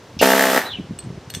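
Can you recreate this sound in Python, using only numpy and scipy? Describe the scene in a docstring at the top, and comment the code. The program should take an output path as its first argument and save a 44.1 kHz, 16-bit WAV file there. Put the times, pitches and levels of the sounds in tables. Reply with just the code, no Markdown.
"""A pneumatic chisel runs for under half a second against a stone on an outdoor workbench.
The valve squeaks open; each piston cycle gives two puffs of air and a blow on the chisel, over hissing exhaust.
The air dies away in a falling whistle, then the hose bumps the bench and the steel tools clink."""
import sys
import numpy as np
from scipy import signal
from scipy.fft import rfft, irfft, next_fast_len
from scipy.io import wavfile

SR = 44100
rng = np.random.default_rng(int(sys.argv[2]) if len(sys.argv) > 2 else 0)


def pcm_store(signal):
    """Save signal as 16-bit PCM."""
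    levels = np.round(np.clip(np.atleast_2d(signal), -1, 1) * 32767)
    wavfile.write(sys.argv[1], SR, levels.astype(np.int16).T)


N = 61739

# piston speed (s, strokes per second)
SPEED = [(.228, 65.6), (.27, 66.4), (.35, 66), (.41, 67.1), (.47, 66), (.53, 64.9), (.58, 66)]
FIRST_STROKE_S, STOP_S, RETURN_S, BLOW_LAG_S = .2279, .6, 0.00442, .0001
# force of the strokes (s, forward puff dB, return puff dB)
FORCE = [(0.226, 2.5, -1.5), (.243, -3.5, -6), (.275, -2.5, -6.5), (.335, -9, -2.5), (.352, -9.5, -5), (0.408, -8.5, -7.5), (.51, -13.5, -8.5), (.562, -21.5, -4), (.578, -13, -6.5), (.593, -25, -48)]
# how hard the chisel bites (s, dB)
BITE = [(.228, -14.5), (.26, -10), (0.334, -7.5), (.35, -16), (.375, -9), (.394, -5.5), (.425, -6), (.46, -8), (.52, -14.5), (.562, -7), (.577, -4.5), (.593, -15)]
# uneven kicks as the piston starts and stops (s, puff dB, chisel blow dB)
KICKS = [(0.2149, -3.5, -22), (0.2176, -33, -36), (0.2258, -2.5, -20), (.6166, -23, -20)]
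PUFF_S, FORWARD_PUFF_S = 0.00034, .0004
# colour of the puffs (Hz, dB)
PUFF_COLOUR = [(60, -26), (140, -10), (195, 1), (270, 0), (350, -5.5), (460, -1.5), (560, 2), (660, 1.5), (790, -4), (862, 3.5), (930, -1), (1060, -9), (1140, 8), (1330, 13), (2500, 14)]
# chisel against stone (Hz, dB, t60 s)
CHISEL = [(1320, 1, 0.0041), (1766, 9.5, 0.0067), (1930, -21, 0.018), (2620, 0.5, 0.0033), (4870, -38, .02), (6670, -14.5, 0.012), (8170, -28, 0.062), (13050, -12.5, 0.0087)]
CHISEL_RISE_S, CRACK_DB, CRACK_T60_S = 0.00055, -8.5, 0.0072
# exhaust air (s, level of the hiss dB, level of the hollow rush dB)
AIR = [(.209, -68, -80), (.214, -22, -31.5), (.229, -17.5, -8), (.245, -20.5, -25.5), (.4, -23.5, -23.5), (.51, -25, -26), (.58, -24.5, -20.5), (.603, -31.5, -25.5), (.63, -36, -31.5), (.67, -41, -29.5), (.72, -59, -43), (.8, -86, -96)]
# spectra of the air (Hz, dB per Hz)
HISS = [(300, -5), (1200, -8), (2800, 6), (4200, 1), (5200, 0.5), (7700, -3.5), (8600, -2.5), (9800, -6), (12400, -3.5), (13200, 5.5), (13900, -13), (15500, -8)]
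# spectrum of the hollow exhaust rush (Hz, dB per Hz)
RUSH = [(80, -30), (180, -2), (285, 0), (450, -4.5), (770, 4), (1100, -4), (1800, 0.5), (2400, -14.5), (5000, -53), (12000, -48)]
HISS_PULSING_DB, HISS_PEAK_CYCLES = 0.5, 0.12
# valve whistle (s, pitch Hz, level dB)
OPENING = [(.19, 2900, -56), (.197, 2880, -29.5), (.203, 2805, -16.5), (.208, 2770, -21), (.213, 2620, -50)]
CLOSING = [(.645, 3860, -51), (.663, 3950, -32), (.685, 4000, -40.5), (.7, 3600, -35.5), (.722, 3450, -29), (.742, 2957, -29), (.757, 3005, -32), (.767, 2740, -39.5), (.79, 2370, -46)]
# overblown upper tone of the closing valve (s, pitch Hz, level dB)
UPPER = [(.7, 4000, -60), (.714, 3930, -32), (.735, 4040, -46), (.78, 3870, -69)]
SPIT_S, SPIT_LENGTH_S, SPIT_DB = .191, .023, -25
SPIT = [(1500, -47), (2700, 7), (3800, 0), (5000, 2.5), (6200, -4.5), (7500, -22), (15000, -30)]
# hose bumping the bench (s, peak dB, pitch Hz)
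BUMPS = [(0.167, -24.5, 188), (.786, -22, 189), (0.796, -19, 219), (.806, -16.5, 139), (.84, -26.5, 173), (0.895, -25.5, 151.5), (.908, -19, 195), (0.917, -19, 139), (0.931, -28, 180), (1.047, -26, 160), (1.06, -24, 119), (1.07, -26.5, 145), (1.085, -20, 127), (1.103, -22, 141), (1.125, -23.5, 126), (1.143, -36, 170), (1.176, -23, 167), (1.275, -28, 118), (1.341, -27.5, 125), (1.358, -27.5, 160), (1.37, -23.5, 166)]
# steel clinks (s, ring dB, Hz that the contact favours, share of the free ring time, tick dB)
CLINKS = [(0.9889, -28, 7800, 0.92, -33), (1.003, -41, 4300, 0.38, -44), (1.0273, -46, 2900, 0.39, -52), (1.0385, -48, 8060, .7, -51), (1.3, -36, 1710, .8, -31), (1.3025, -26, 13000, 0.59, -32), (1.31, -39, 4300, 1, -51), (1.3388, -33, 1770, 0.35, -25), (1.344, -30, 13000, 0.77, -33), (1.3483, -21, 6200, .5, -29), (1.3491, -20, 3600, .65, -31)]
# modes of the steel tools (Hz, dB, t60 s)
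STEEL = [(1730, -18, 0.074), (2910, -6, .02), (3450, -12, .028), (4307, -13, 0.073), (6158, -17, .03), (8140, -11, .07), (8340, -20, .05), (12950, -23, 0.046)]
TICK = [(400, -11), (1500, -1), (3000, 5.5), (8000, -1), (15000, -15)]
# outdoor background (Hz, dB per Hz)
YARD = [(15, -50), (25, -28), (91, -3), (322, -8), (388, -5.5), (825, -12.5), (894, -11), (1080, -14), (1800, -18),
        (5870, -25.5), (15500, -50.5)]
YARD_DB = -44
# reverberation of the yard (Hz, t60 s)
WALLS = [(200, 0.19), (1000, 0.29), (3500, 0.37), (8000, 0.21), (14000, 0.12)]
WET_DB, WET_TREBLE_DB = -16, -12.5
# difference between the two microphones (Hz, side over mid dB)
WIDTH = [(100, -36), (500, -30), (1400, -24), (2800, -17), (5600, -9), (9000, -3), (14000, -2.5)]  # fixed
TICK_DB = None
# steel sliding on steel after the last clinks
SLIDE_S, SLIDE_DB, SLIDE_T60_S = 1.349, -33, .15  # fixed
SLIDE = [(600, -22), (1700, -6), (2600, 0), (3400, 0), (4800, -16), (6100, 8), (7200, -7), (8300, 8), (10000, -15), (13000, -8), (15000, -22)]
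# hose dragging over the bench (s, dB)
DRAG = [(0, -68), (.2, -34.5), (.3, -70), (.58, -70), (.64, -66), (.76, -41.5), (.87, -48), (.98, -44), (1.16, -40.5), (1.24, -58), (1.39, -43)]
SCUFF = [(30, -18), (85, 6), (200, -5.5), (380, -8.5), (700, -48), (3000, -60)]
BUMP_T60_S, BUMP_RISE_S, BUMP_SCUFF_DB, BENCH_LOW_HZ = 0.026, 0.0023, -10.5, 74.4
CRACK_LAG_S = 0.00054
TOOL_LOW_HZ = 150  # fixed
TOP_HZ, TOP_SLOPE_HZ = 15900, 700  # fixed
OPENING_ROUGH, CLOSING_ROUGH, WHISTLE_WIDTH_HZ = .45, .9, 170  # fixed
WHISTLE_ROUGH = None
FAVOUR_DB, FAVOUR_OCTAVES = 15, .2  # fixed
TICK_T60_S = .014
STEEL_RISE_S = .0002


def amp(db):
    """Decibels to gain."""
    return 10 ** (np.asarray(db) / 20)


def unit(x):
    """Scale to rms 1."""
    return x / np.sqrt(np.mean(x ** 2) + 1e-20)


def along(points, hz):
    """(Hz, value) points on a log axis."""
    f, v = np.transpose(points)
    return np.interp(np.log(hz + 1), np.log(f + 1), v)


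def curves(rows, t):
    """Each column after the time, read at times t."""
    s, *cols = np.transpose(rows)
    return [np.interp(t, s, c) for c in cols]


def filtered(x, response):
    """x times a response of frequency."""
    m = next_fast_len(N + SR // 2)
    return irfft(rfft(x, m) * response(np.fft.rfftfreq(m, 1 / SR)), m)[..., :N]


def noise(spectrum):
    """Coloured noise of rms 1."""
    return unit(filtered(rng.standard_normal(N), lambda hz: amp(along(spectrum, hz))))


def since(s):
    """Time since s, zero before it."""
    return np.maximum(np.arange(N) / SR - s, 0)


def decay(t, t60):
    """Exponential decay that starts once t is positive."""
    return (t > 0) * np.exp(-np.minimum(np.log(1000) * t / t60, 50))


def add(track, s, sound):
    """Mix a sound into a track at time s."""
    part = track[round(s * SR):][:len(sound)]
    part += sound[:len(part)]


def puff(s, width_s):
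    """Pressure of one short puff of air: a push, then a pull."""
    u = np.clip((np.arange(N) / SR - s) / width_s, -10, 10)
    return -u * np.exp((1 - u * u) / 2)


def blow():
    """One blow of the chisel: a dull ring and the crack of stone."""
    t = np.arange(SR // 20) / SR
    ring = sum(amp(db + rng.normal(0, 2.3)) * decay(t, t60) * np.sin(2 * np.pi * hz * (1 + rng.normal(0, 0.017)) * t) for hz, db, t60 in CHISEL)
    crack = amp(CRACK_DB + rng.normal(0, 2.4)) * decay(np.maximum(t - CRACK_LAG_S, 0), CRACK_T60_S) * rng.standard_normal(len(t))
    return crack - ring * (1 - np.exp(-(t / CHISEL_RISE_S) ** 2))


def hammer():
    """Each piston cycle puffs, strikes and puffs again; the exhaust swells in step."""
    t = np.arange(N) / SR
    cycles = np.cumsum(curves(SPEED, t)[0]) / SR
    cycles = cycles - np.interp(FIRST_STROKE_S, t, cycles)
    strokes = np.interp(np.arange(np.interp(STOP_S, t, cycles)), cycles, t)
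    puffs, blows = np.zeros(N), np.zeros(N)
    for s, forward_db, return_db, bite_db in zip(strokes, *curves(FORCE, strokes), *curves(BITE, strokes)):
        puffs += amp(forward_db) * puff(s, FORWARD_PUFF_S) + amp(return_db) * puff(s + RETURN_S, PUFF_S)
        add(blows, s + BLOW_LAG_S, amp(bite_db) * blow())
    for s, puff_db, bite_db in KICKS:
        puffs += amp(puff_db) * puff(s, FORWARD_PUFF_S)
        add(blows, s, amp(bite_db) * blow())
    hiss_db, rush_db = curves(AIR, t)
    pulsing_db = HISS_PULSING_DB * np.cos(2 * np.pi * (cycles - HISS_PEAK_CYCLES))
    air = amp(hiss_db + pulsing_db) * noise(HISS) + amp(rush_db) * noise(RUSH)
    tool = filtered(puffs, lambda hz: amp(along(PUFF_COLOUR, hz))) + blows + air
    return filtered(tool, lambda hz: hz ** 4 / (hz ** 4 + TOOL_LOW_HZ ** 4))


def whistle(rows, rough):
    """A breathy tone of air through a narrow gap."""
    t = np.arange(N) / SR
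    hz, db = curves(rows, t)
    a, b = unit(filtered(rng.standard_normal((2, N)), lambda f: 1 / (1 + (f / WHISTLE_WIDTH_HZ) ** 2)))
    phase = 2 * np.pi * np.cumsum(hz) / SR
    tone = unit((1 + rough * a) * np.sin(phase) + rough * b * np.cos(phase))
    return tone * amp(db) * (t > rows[0][0]) * (t < rows[-1][0])


def valve():
    """The valve spits and squeaks as it opens and whistles down as it closes."""
    t = since(SPIT_S)
    spit = amp(SPIT_DB) * noise(SPIT) * (t > 0) * (t < SPIT_LENGTH_S)
    return spit + whistle(OPENING, OPENING_ROUGH) + whistle(CLOSING, CLOSING_ROUGH) + whistle(UPPER, CLOSING_ROUGH)


def hose():
    """The hose drags over the wooden bench and gives it soft, quickly damped bumps."""
    bumps, scuff = np.zeros(N), noise(SCUFF)
    for s, db, hz in BUMPS:
        t = since(s)
        ring = (1 - np.exp(-t / BUMP_RISE_S)) * decay(t, BUMP_T60_S)
        bumps += amp(db) * ring / ring.max() * (amp(BUMP_SCUFF_DB) * scuff - np.sin(2 * np.pi * hz * t))
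    drag = amp(curves(DRAG, since(0))[0]) * scuff
    return drag + filtered(bumps, lambda f: f ** 3 / (f ** 3 + BENCH_LOW_HZ ** 3))


def clinks():
    """Steel touches steel: a tick and a ring whose colour and length depend on the contact; then a short slide."""
    out, tick = amp(SLIDE_DB) * decay(since(SLIDE_S), SLIDE_T60_S) * noise(SLIDE), noise(TICK)
    t = np.arange(SR // 5) / SR
    for s, db, favoured_hz, free, tick_db in CLINKS:
        for hz, mode_db, t60 in STEEL:
            boost_db = FAVOUR_DB * np.exp(-(np.log2(hz / favoured_hz) / FAVOUR_OCTAVES) ** 2)
            add(out, s, amp(db + mode_db + boost_db + rng.normal(0, 1.1)) * (1 - np.exp(-t / STEEL_RISE_S)) * decay(t, free * t60) * np.sin(2 * np.pi * hz * (1 + rng.normal(0, 0.0035)) * t))
        out += amp(tick_db) * decay(since(s), TICK_T60_S) * tick
    return out


def walls(x):
    """A faint tail from the fence and bench, stronger in the treble."""
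    hz, t, z = signal.stft(rng.standard_normal(SR // 2), SR, nperseg=256)
    tail = signal.istft(z * np.exp(-np.log(1000) * t / along(WALLS, hz)[:, None]), SR, nperseg=256)[1]
    wet = signal.fftconvolve(x, np.pad(tail, (SR // 200, 0)) / np.linalg.norm(tail))[:N]
    return filtered(wet, lambda f: amp(along([(500, WET_DB), (3000, WET_TREBLE_DB)], f)))


def scattered(x):
    """The same levels in time and frequency as x, with unrelated phases."""
    z = signal.stft(x, nperseg=256)[2]
    chance = signal.stft(rng.standard_normal(N), nperseg=256)[2]
    return np.std(x) * unit(signal.istft(abs(z) * chance / abs(chance), nperseg=256)[1][:N])


def scene():
    """All sources lie straight ahead; only the treble differs between the microphones."""
    work = hammer() + valve() + clinks()
    mid = work + walls(work) + hose() + amp(YARD_DB) * noise(YARD)
    side = filtered(scattered(mid), lambda hz: amp(along(WIDTH, hz)))
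    return np.array([mid + side, mid - side])


def record(dry):
    """The camera clips at full scale and keeps nothing above its band limit."""
    return filtered(np.clip(dry, -1, 1), lambda hz: np.sin(np.pi / 2 * np.clip((TOP_HZ - hz) / TOP_SLOPE_HZ, 0, 1)) ** 2)


dry = scene()
out = record(dry)
pcm_store(out)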